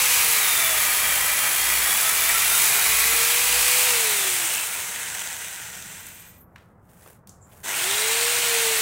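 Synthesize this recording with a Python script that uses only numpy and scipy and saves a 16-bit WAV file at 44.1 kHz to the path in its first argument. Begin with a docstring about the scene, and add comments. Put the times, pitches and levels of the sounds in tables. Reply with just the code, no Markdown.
"""A garden, the microphone some metres from an angle grinder fitted with a chainsaw bar.
Over a low rumble of air and distant traffic, the teeth tear into a branch: the motor sags, the bar
chatters, and the motor races as it comes free. Switched off near 4 s, it coasts to rest, the slack
chain slapping the bar and faintly squealing. From 6 s twigs snap and leaves rustle underfoot;
then the motor starts again and the chain meets the next branch. A low wall echoes the saw."""
import sys
import numpy as np
from scipy import signal
from scipy.fft import rfft, irfft, next_fast_len
from scipy.io import wavfile
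from scipy.ndimage import uniform_filter1d, map_coordinates

SR = 44100
rng = np.random.default_rng(int(sys.argv[2]) if len(sys.argv) > 2 else 0)


def materialize(psi):
    """Save the field psi as 16-bit PCM at rate SR to the path in sys.argv[1].

    A 1-D psi becomes a single channel; in a 2-D psi each row is a channel.
    """
    bounded = np.clip(np.atleast_2d(psi).T, -1, 1)
    quanta = np.round(bounded * 32767).astype(np.int16)
    wavfile.write(sys.argv[1], SR, quanta)


N = 388521
T = np.arange(N) / SR
HZ = np.fft.rfftfreq(N, 1 / SR)

# Still air and distant traffic: freq_hz, gain_db
AIR_SPECTRUM = [(20, -18), (35, -8.5), (55, -3.5), (85, 3), (140, 0), (180, 1.5), (280, -11), (660, -12),
                (1300, -15), (2000, -28), (3600, -55.5), (16000, -51)]
# Crushed leaves: freq_hz, gain_db
LEAF_SPECTRUM = [(240, -49), (400, -8), (814, -9.5), (1330, -21), (1460, -10), (4510, -25.5), (8110, -15.5),
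                 (16000, -16)]
# Feet in the leaves: middle_s, length_s, level_db
FOOTSTEPS = [(6.627, 0.25, -71), (6.92, 0.15, -61.5), (7.066, 0.17, -50.5), (7.32, .08, -70),
             (7.584, 0.2, -53)]
# Wood knocks, twig snaps and loose clinks: start_s, level_db, centre_hz, width_octaves, t60_s
TWIG_TICKS = [(3.127, -27, 450, .9, 0.05), (6.066, -29, 9500, .5, 0.016), (6.203, -43, 9600, .5, .02),
              (6.404, -45, 12100, 0.1, .08), (6.554, -59, 2420, 0.9, 0.041),
              (6.559, -33, 1610, 0.57, 0.013), (6.581, -44, 2400, .8, .012), (6.622, -58, 3000, 1, .015),
              (6.89, -56, 3000, 0.9, .015), (7.021, -48, 5000, 1, .015), (7.06, -38, 700, 0.94, 0.018),
              (7.085, -47, 6000, 1.2, .012), (7.272, -35, 7500, 1.8, 0.011), (7.293, -34, 7100, 0.38, 0.01),
              (7.409, -48, 7350, 0.072, 0.2), (7.515, -51, 2790, 0.55, 0.045),
              (7.558, -52, 8000, 1.3, .012)]
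# Lag of the wall's echo at the microphone as the saw is carried about: time_s, delay_s
WALL_ECHO_DELAY = [(3.4, .02007), (4.3, .01987)]
# Rotor speed as the cut loads the motor and lets it go: time_s, speed_hz
SPEED_IN_CUT = [(0.0, 499), (0.17, 492), (0.45, 417), (0.8, 371), (1.15, 354), (1.55, 356), (2.1, 385),
                (2.7, 421), (3.0, 441), (3.35, 479), (3.6, 493), (3.87, 499)]
# Blend from free-running (0) to cutting (1) sound, as the chain bites and the saw is turned:
# time_s, blend_fraction
CUTTING_COLOUR = [(0, 0.91), (.8, 1), (3.0, 0.92), (3.4, 0.67), (3.8, 0.62), (4.3, 0.27), (8.1, 0.12),
                  (8.81, 0.34)]
# Roar of gears and fan: rotor_multiple, gain_db
ROAR_SPECTRUM = [(.5, -23), (1, -12), (2, -4), (3.3, -1.5), (5, 2.5), (6.5, -0.5), (7.6, -1), (9, -2),
                 (10.2, -2.5), (11, -5.5), (13.5, -7), (16, -10.5), (30, -63)]
# Sprocket and commutator tones: rotor_multiple, free_gain_db, cutting_gain_db
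DRIVE_TONES = [(1.68, -32, -24.8), (2, -25, -36), (3.36, -28, -29), (5.04, -21, -23), (12, -34, -21.5)]
# Resonances of the housing: centre_hz, width_hz, gain_db
HOUSING_MODES = [(662, 20, 4.5), (1340, 160, 9.5), (4380, 240, 7.5), (5960, 200, 9)]
# Resonances of the air vents, swept by the fan's blade rate: centre_hz, width_hz, gain_db
VENT_MODES = [(1634, 300, 6.5), (2630, 630, 12), (3630, 600, 4.5), (4500, 300, -8)]
# Flares of single drive tones: middle_s, length_s, rotor_multiple, level_db, roughness_rad
BIND_FLARES = [(.57, .29, 9, -38.5, 1), (0.72, 0.2, 1.68, -43, .3), (0.74, 0.38, 3.36, -42, 1),
               (2.07, 0.077, 3.36, -34, 0.6), (2.27, 0.07, 3.36, -37, 1), (2.355, .05, 3.36, -36, .6),
               (2.545, 0.09, 3.36, -32, 0.5), (2.79, .08, 3.36, -37, .7), (4.17, .2, 9, -40, 1.8)]
# Chain running free: freq_hz, gain_db
FREE_CHAIN_SPECTRUM = [(100, -65), (350, -12), (700, -5), (900, -1.5), (1150, -10), (1480, 0.5), (2000, 0),
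                       (2600, 1.5), (3500, -1), (4700, -7), (6200, -2), (8300, 2.5), (9600, -2.5),
                       (11200, -7), (15500, -5)]
# Chain cutting wood: freq_hz, gain_db
CUTTING_CHAIN_SPECTRUM = [(50, -23), (120, -7), (280, -19.5), (700, -20), (1000, -1.5), (1500, -12),
                          (2300, 3.5), (3300, -8), (4800, -5), (6500, 1), (9000, 1), (12000, -3),
                          (15500, -1.5)]
# Ring of the bar under a taut, free chain: centre_hz, width_hz, gain_db
TAUT_MODES = [(797, 200, -1), (1670, 410, -2), (2400, 200, -2.5), (8450, 230, 4), (9500, 400, 4)]
# Ring of the bar knocked by a slack chain: centre_hz, width_hz, gain_db
SLACK_MODES = [(1010, 150, 3), (1440, 260, 5), (1920, 185, 5.5), (6120, 410, 4.5), (7500, 700, 2)]
# Treble resonances of the cutters in the wood: centre_hz, width_hz, gain_db
CUTTER_MODES = [(7800, 200, 5.5), (9570, 210, 5), (11090, 910, 9), (13000, 400, 5), (14150, 300, 4.5),
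                (14900, 600, 7.5)]
# Ring of the bar as fibres tear: centre_hz, width_hz, gain_db
RASP_MODES = [(1295, 100, 24), (1950, 160, 17), (2170, 150, 13), (2400, 115, 24)]
# That ring rises as the bar sinks through the branch: time_s, pitch_ratio
RASP_GLIDE = [(0.2, 0.96), (1.7, .993), (2.3, 0.96), (2.85, 1.035), (3.4, 1.02)]
# Brief changes in the chain's force: middle_s, length_s, rattle_gain_db, rasp_gain_db
CHAIN_SURGES = [(.03, 0.26, -0.7, -1.5), (2.608, 0.22, 2.5, -6), (2.969, 0.45, 0.5, 5), (3.73, 0.3, 1, 5),
                (4.35, 1, 2, 1.5)]
# The bar hops in the cut and shakes the branch: middle_s, length_s, level_db
BAR_HOPS = [(.12, 0.38, -55), (.79, 0.37, -53), (1.19, 0.41, -50.5), (1.74, 0.36, -46), (2.35, 0.5, -50.5),
            (3.043, 0.42, -46), (3.568, .27, -45.5), (3.92, .15, -54.5)]

OFF_S, ON_S, NEXT_BRANCH_S = 3.87, 7.63, 8.33
WORKING_HZ, CREEP_HZ = 420, 24  # rotor speeds
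FAN_BLADES, LINKS_PER_TURN = 9, 1.68


def gain_of(db):
    """Decibels to amplitude."""
    return np.exp(np.asarray(db) * (np.log(10) / 20))


def unit_rms(x):
    """Scales to rms 1."""
    return x / np.sqrt(np.mean(x ** 2) + 1e-20)


def curve(rows):
    """A time table's value at every sample."""
    return np.interp(T, *np.transpose(rows))


def spectrum_db(points, hz=HZ):
    """Gain in dB, interpolated on a log-frequency axis."""
    freqs, db = np.transpose(points)
    return np.interp(np.log(hz + 1e-6), np.log(freqs), db)


def peaks_db(modes, hz=HZ):
    """Gain in dB of a set of resonances."""
    return sum(db / (1 + (2 * (hz - centre) / width) ** 2) for centre, width, db in modes)


def band_db(centre_hz, octaves):
    """Gain in dB of one band."""
    return -20 * np.log10(1 + (np.log2((HZ + 1) / centre_hz) / octaves) ** 2)


def coloured(x, db):
    """Filters x by a gain in dB given along HZ; rms 1."""
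    size = next_fast_len(len(x) + 4096)
    gain = gain_of(np.interp(np.fft.rfftfreq(size, 1 / SR), HZ, db))
    return unit_rms(irfft(rfft(x, size) * gain, size)[:len(x)])


def drift(rate_hz):
    """A random wander of rms 1 that takes a new direction at the given rate."""
    knots = rng.standard_normal(8192)
    return unit_rms(np.interp(T * rate_hz, np.arange(8192), knots))


def swell(middle_s, length_s, order=2):
    """A bell of height 1 in time; a higher order flattens its top."""
    return np.exp(-np.minimum(abs(2 * (T - middle_s) / length_s) ** order, 50))


def varispeed(x, ratio):
    """Plays x at a changing speed, so that its resonances move."""
    return map_coordinates(x, [np.cumsum(ratio) - ratio[0]], order=3, mode="mirror")


def air(level_db=-52.5):
    """Still air and far-off traffic: a low rumble, gently swelling."""
    return gain_of(level_db + drift(3.8)) * coloured(rng.standard_normal(N), spectrum_db(AIR_SPECTRUM))


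def underfoot(tail_db=-20, tail_t60=0.35, rise_share=0.14):
    """Leaves crunch underfoot, with a few sharp ticks that scatter among the trees."""
    crunch = rng.standard_normal(N) * gain_of(2.5 * drift(700) + drift(90))
    tread = sum(gain_of(db) * swell(s, length) for s, length, db in FOOTSTEPS)
    out = tread * coloured(crunch, spectrum_db(LEAF_SPECTRUM))
    t = T[:SR // 3]
    for start_s, db, hz, octaves, t60 in TWIG_TICKS:
        burst = coloured(rng.standard_normal(len(t)), band_db(hz, octaves))
        attack = np.minimum(t / (rise_share * t60), 1)
        decay = gain_of(-60 * t / t60) + gain_of(tail_db - 60 * t / tail_t60)
        at = round(start_s * SR)
        out[at:at + len(t)] += gain_of(db) * burst * attack * decay
    return out


def garden_echoes(direct, scatter_db=-20, sway_s=0.00013, wall_db=-14, wall_cut_hz=750):
    """Adds shifting reflections off ground and trunks, and off a low wall that returns no bass."""
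    delays_s = (.0025, .0043, .0063, .0112, .0155)
    scatter = sum(np.interp(T - s - sway_s * drift(1.5), T, direct, left=0) for s in delays_s)
    treble = signal.sosfiltfilt(signal.butter(2, wall_cut_hz, "high", fs=SR, output="sos"), direct)
    wall = np.interp(T - curve(WALL_ECHO_DELAY), T, treble, left=0)
    return direct + gain_of(scatter_db) * scatter + gain_of(wall_db) * wall


def rotor_speed(drag_s=2.2, friction_hz_per_s=101, top_hz=555, half_speed_s=.109, sag_hz_per_s=147):
    """Turns per second: loaded by the cut, stopped by drag and friction, restarted, loaded again."""
    friction_hz = friction_hz_per_s * drag_s
    drag = np.exp(-np.maximum(T - OFF_S, 0) / drag_s)
    first_run = (curve(SPEED_IN_CUT) + friction_hz) * drag - friction_hz
    on_s = np.maximum(T - ON_S, 0)
    restart = top_hz * on_s / (on_s + half_speed_s) - sag_hz_per_s * np.maximum(T - NEXT_BRANCH_S, 0)
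    return np.maximum(first_run, 0) + restart


def coasting_s():
    """Time since the power was cut; zero while the motor is on."""
    return np.maximum(T - OFF_S, 0) * (T < ON_S)


def drive_tone(cycles):
    """A sine of rms 1 that flares and flutters with the slack in the drive."""
    flare = gain_of(1.4 * drift(14) + 2.3 * drift(70))
    return unit_rms(flare * np.sin(2 * np.pi * cycles + .6 * drift(60)))


def rotor_hum(turns, speed, cutting, level_db=-36, cutting_db=-13, corner_hz=386):
    """One cycle a turn, fading steeply below the corner speed and quieter in the cutting sound."""
    rise = (speed / corner_hz) ** 11
    loudness = gain_of(level_db + cutting_db * cutting ** 3) * rise / (1 + rise)
    return np.sqrt(2) * loudness * (1 + .23 * drift(18)) * np.sin(2 * np.pi * turns)


def drive_roar(turns, speed, gain_db=-3):
    """Turbulence of gears and fan, made turn by turn so its whole spectrum slides with the speed."""
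    size, per_turn = 2 ** 19, 2 ** 7
    multiples = np.fft.rfftfreq(size, 1 / per_turn)
    noise = irfft(rfft(rng.standard_normal(size)) * gain_of(spectrum_db(ROAR_SPECTRUM, multiples)))
    roar = unit_rms(np.interp(turns * per_turn, np.arange(size), noise))
    return gain_of(gain_db) * (speed / WORKING_HZ) ** 1.33 * roar


def drive_whine(turns, speed, cutting, play_turns=.012):
    """Sprocket and commutator tones glide through the housing's resonances, smeared by gear play."""
    shaky = turns + play_turns * drift(200)
    whine = np.zeros(N)
    for multiple, free_db, cutting_db in DRIVE_TONES:
        db = free_db + cutting * (cutting_db - free_db) + peaks_db(HOUSING_MODES, multiple * speed)
        whine += gain_of(db) * drive_tone(multiple * shaky)
    return whine


def fan_whirr(turns, speed, cutting, gain_db=-12):
    """In the free-running sound, the fan churns air into a fuzzy band about its blade rate."""
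    churn = np.sqrt(2) * drift(420) * np.sin(2 * np.pi * FAN_BLADES * turns + 1.1 * drift(600))
    return gain_of(gain_db + peaks_db(VENT_MODES, FAN_BLADES * speed)) * (1 - cutting) * churn


def fan_whistle(turns, speed, cutting, level_db=-41):
    """The fan's staggering blade tone comes up with the cutting sound."""
    stagger = .55 * drift(240) / (2 * np.pi)
    loudness = gain_of(level_db + peaks_db(VENT_MODES, FAN_BLADES * speed)) * speed / WORKING_HZ
    return cutting * loudness * drive_tone(FAN_BLADES * turns + stagger)


def binds(turns):
    """Short growls and squeaks that glide with the speed, mostly as the bar binds in the kerf."""
    wobble = drift(150) / (2 * np.pi)
    return sum(gain_of(db) * swell(s, length, order=4) * drive_tone(multiple * turns + rough * wobble)
               for s, length, multiple, db, rough in BIND_FLARES)


def link_rattle(turns, speed, spread_db=2.5, ring_s=0.0008, scrape=1.0):
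    """Each link slaps the bar with its own force, over the steady scrape of the groove."""
    links = np.diff(np.floor(turns * LINKS_PER_TURN), prepend=0) > 0
    force = links * gain_of(spread_db * np.clip(rng.standard_normal(N), -3, 3))
    power = signal.lfilter([1], [1, -np.exp(-1 / (ring_s * SR))], uniform_filter1d(force ** 2, size=24))
    power = abs(power) / (abs(uniform_filter1d(power, size=6000)) + 1e-3)  # local mean near 1
    slap = np.clip(speed / 170, 0, 1)  # a slow chain only slides
    return np.sqrt(slap * power + (1 - slap) + scrape) * rng.standard_normal(N)


def groove_squeal(speed, level_db=-52, slide_hz=70):
    """Slowly sliding links squeal thinly in the bar's groove."""
    sliding = np.exp(-np.minimum(speed / slide_hz, 5) ** 2)
    loudness = sliding * gain_of(level_db + 4.9 * drift(80))
    return loudness * coloured(rng.standard_normal(N), band_db(13600, 0.11))


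def wood_rasp(turns, speed, cutting, extra_db, level_db=-33.5, snaps_per_s=130, snap_s=.003):
    """Teeth snap fibres one by one, in gritty, uneven bursts that ring in the bar."""
    snaps = (rng.random(N) < snaps_per_s / SR) * gain_of(3.5 * np.minimum(rng.exponential(1, N), 3))
    power = signal.lfilter([1], [1, -np.exp(-1 / (snap_s * SR))], snaps ** 2)
    surge = gain_of(1.5 * drift(16))
    tears = link_rattle(turns, speed) * np.sqrt(power + .1) * surge
    ring = coloured(tears, peaks_db(RASP_MODES) + band_db(2000, 0.48))
    loudness = gain_of(level_db + extra_db) * cutting ** 2 * np.minimum(speed / CREEP_HZ, 1)
    return loudness * varispeed(ring, curve(RASP_GLIDE) + .00507 * drift(7))


def chain(turns, speed, cutting, level_db=-24.5, cutting_db=4.5, taut_hz=320, slack_hz=200):
    """The rattle blends three colours: taut and free, cutting, slack when slow; it rasps and squeals."""
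    slaps = link_rattle(turns, speed)
    free_db = spectrum_db(FREE_CHAIN_SPECTRUM)
    taut = coloured(slaps, free_db + peaks_db(TAUT_MODES))
    swing = 1 + .025 * drift(4)
    lurch = gain_of(1 + .9 * drift(110))
    loose = lurch * varispeed(coloured(slaps, free_db + peaks_db(SLACK_MODES)), swing)
    slack = np.clip((taut_hz - speed) / (taut_hz - slack_hz), 0, 1)
    free = slack * loose + (1 - slack) * taut
    sawing = coloured(slaps, spectrum_db(CUTTING_CHAIN_SPECTRUM) + peaks_db(CUTTER_MODES))
    rattle_db, rasp_db = sum(np.outer(gains, swell(s, length)) for s, length, *gains in CHAIN_SURGES)
    force = speed / WORKING_HZ * gain_of(level_db + cutting_db * cutting + rattle_db + .7 * coasting_s())
    rattle = force * (cutting * sawing + (1 - cutting) * free)
    moving = np.sqrt(np.minimum(speed / CREEP_HZ, 1))  # a creeping chain hardly sounds
    return moving * (rattle + groove_squeal(speed)) + wood_rasp(turns, speed, cutting, rasp_db)


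def saw(drive_db=-27, cutting_db=3, coast_db_per_s=-8.5, chatter_hz=57.5, mains_pulse_hz=100, jolt_db=7):
    """Rotor speed drives every part; the bar hops in the cut and the mains pulses the starting motor."""
    speed = rotor_speed()
    turns = np.cumsum(speed * (1 + .0015 * drift(30))) / SR
    cutting = curve(CUTTING_COLOUR)
    chatter = sum(gain_of(db) * swell(s, length, order=3) for s, length, db in BAR_HOPS)
    hop = np.sin(2 * np.pi * np.cumsum(chatter_hz * (1 + 0.023 * drift(28))) / SR)
    shake = 1 + .09 * np.sqrt(chatter / chatter.max()) * hop
    acceleration = np.gradient(speed) * SR
    jolt = np.maximum(acceleration, 0) / acceleration.max()  # the start snatches the chain tight
    current = np.clip(acceleration / 1000, .15, 1)  # highest while speeding up
    pulsing = 1 + .17 * current * np.sin(2 * np.pi * mains_pulse_hz * T)
    tones = fan_whirr(turns, speed, cutting) + drive_whine(turns, speed, cutting)
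    drive_gain = gain_of(drive_db + cutting_db * cutting + coast_db_per_s * coasting_s())
    parts = drive_gain * (drive_roar(turns, speed) + (speed / WORKING_HZ) ** .9 * tones)
    parts += fan_whistle(turns, speed, cutting) + binds(turns)
    parts += gain_of(jolt_db * jolt) * chain(turns, speed, cutting)
    flutter = gain_of(.28 * drift(50))
    branch = np.sqrt(2) * chatter * hop
    return shake * pulsing * flutter * parts + rotor_hum(turns, speed, cutting) + branch


def scene():
    """Saw, footsteps and air at one spot in the garden, alike in both channels."""
    mono = garden_echoes(saw()) + underfoot() + air()
    return np.array([mono, mono])


def record(dry):
    """The microphone feed rolls off sharply at the top of the treble."""
    lowpass = signal.firwin(511, 15850, window=("kaiser", 9), fs=SR)
    return signal.oaconvolve(dry, lowpass[None], "same")


dry = scene()
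out = record(dry)
materialize(out)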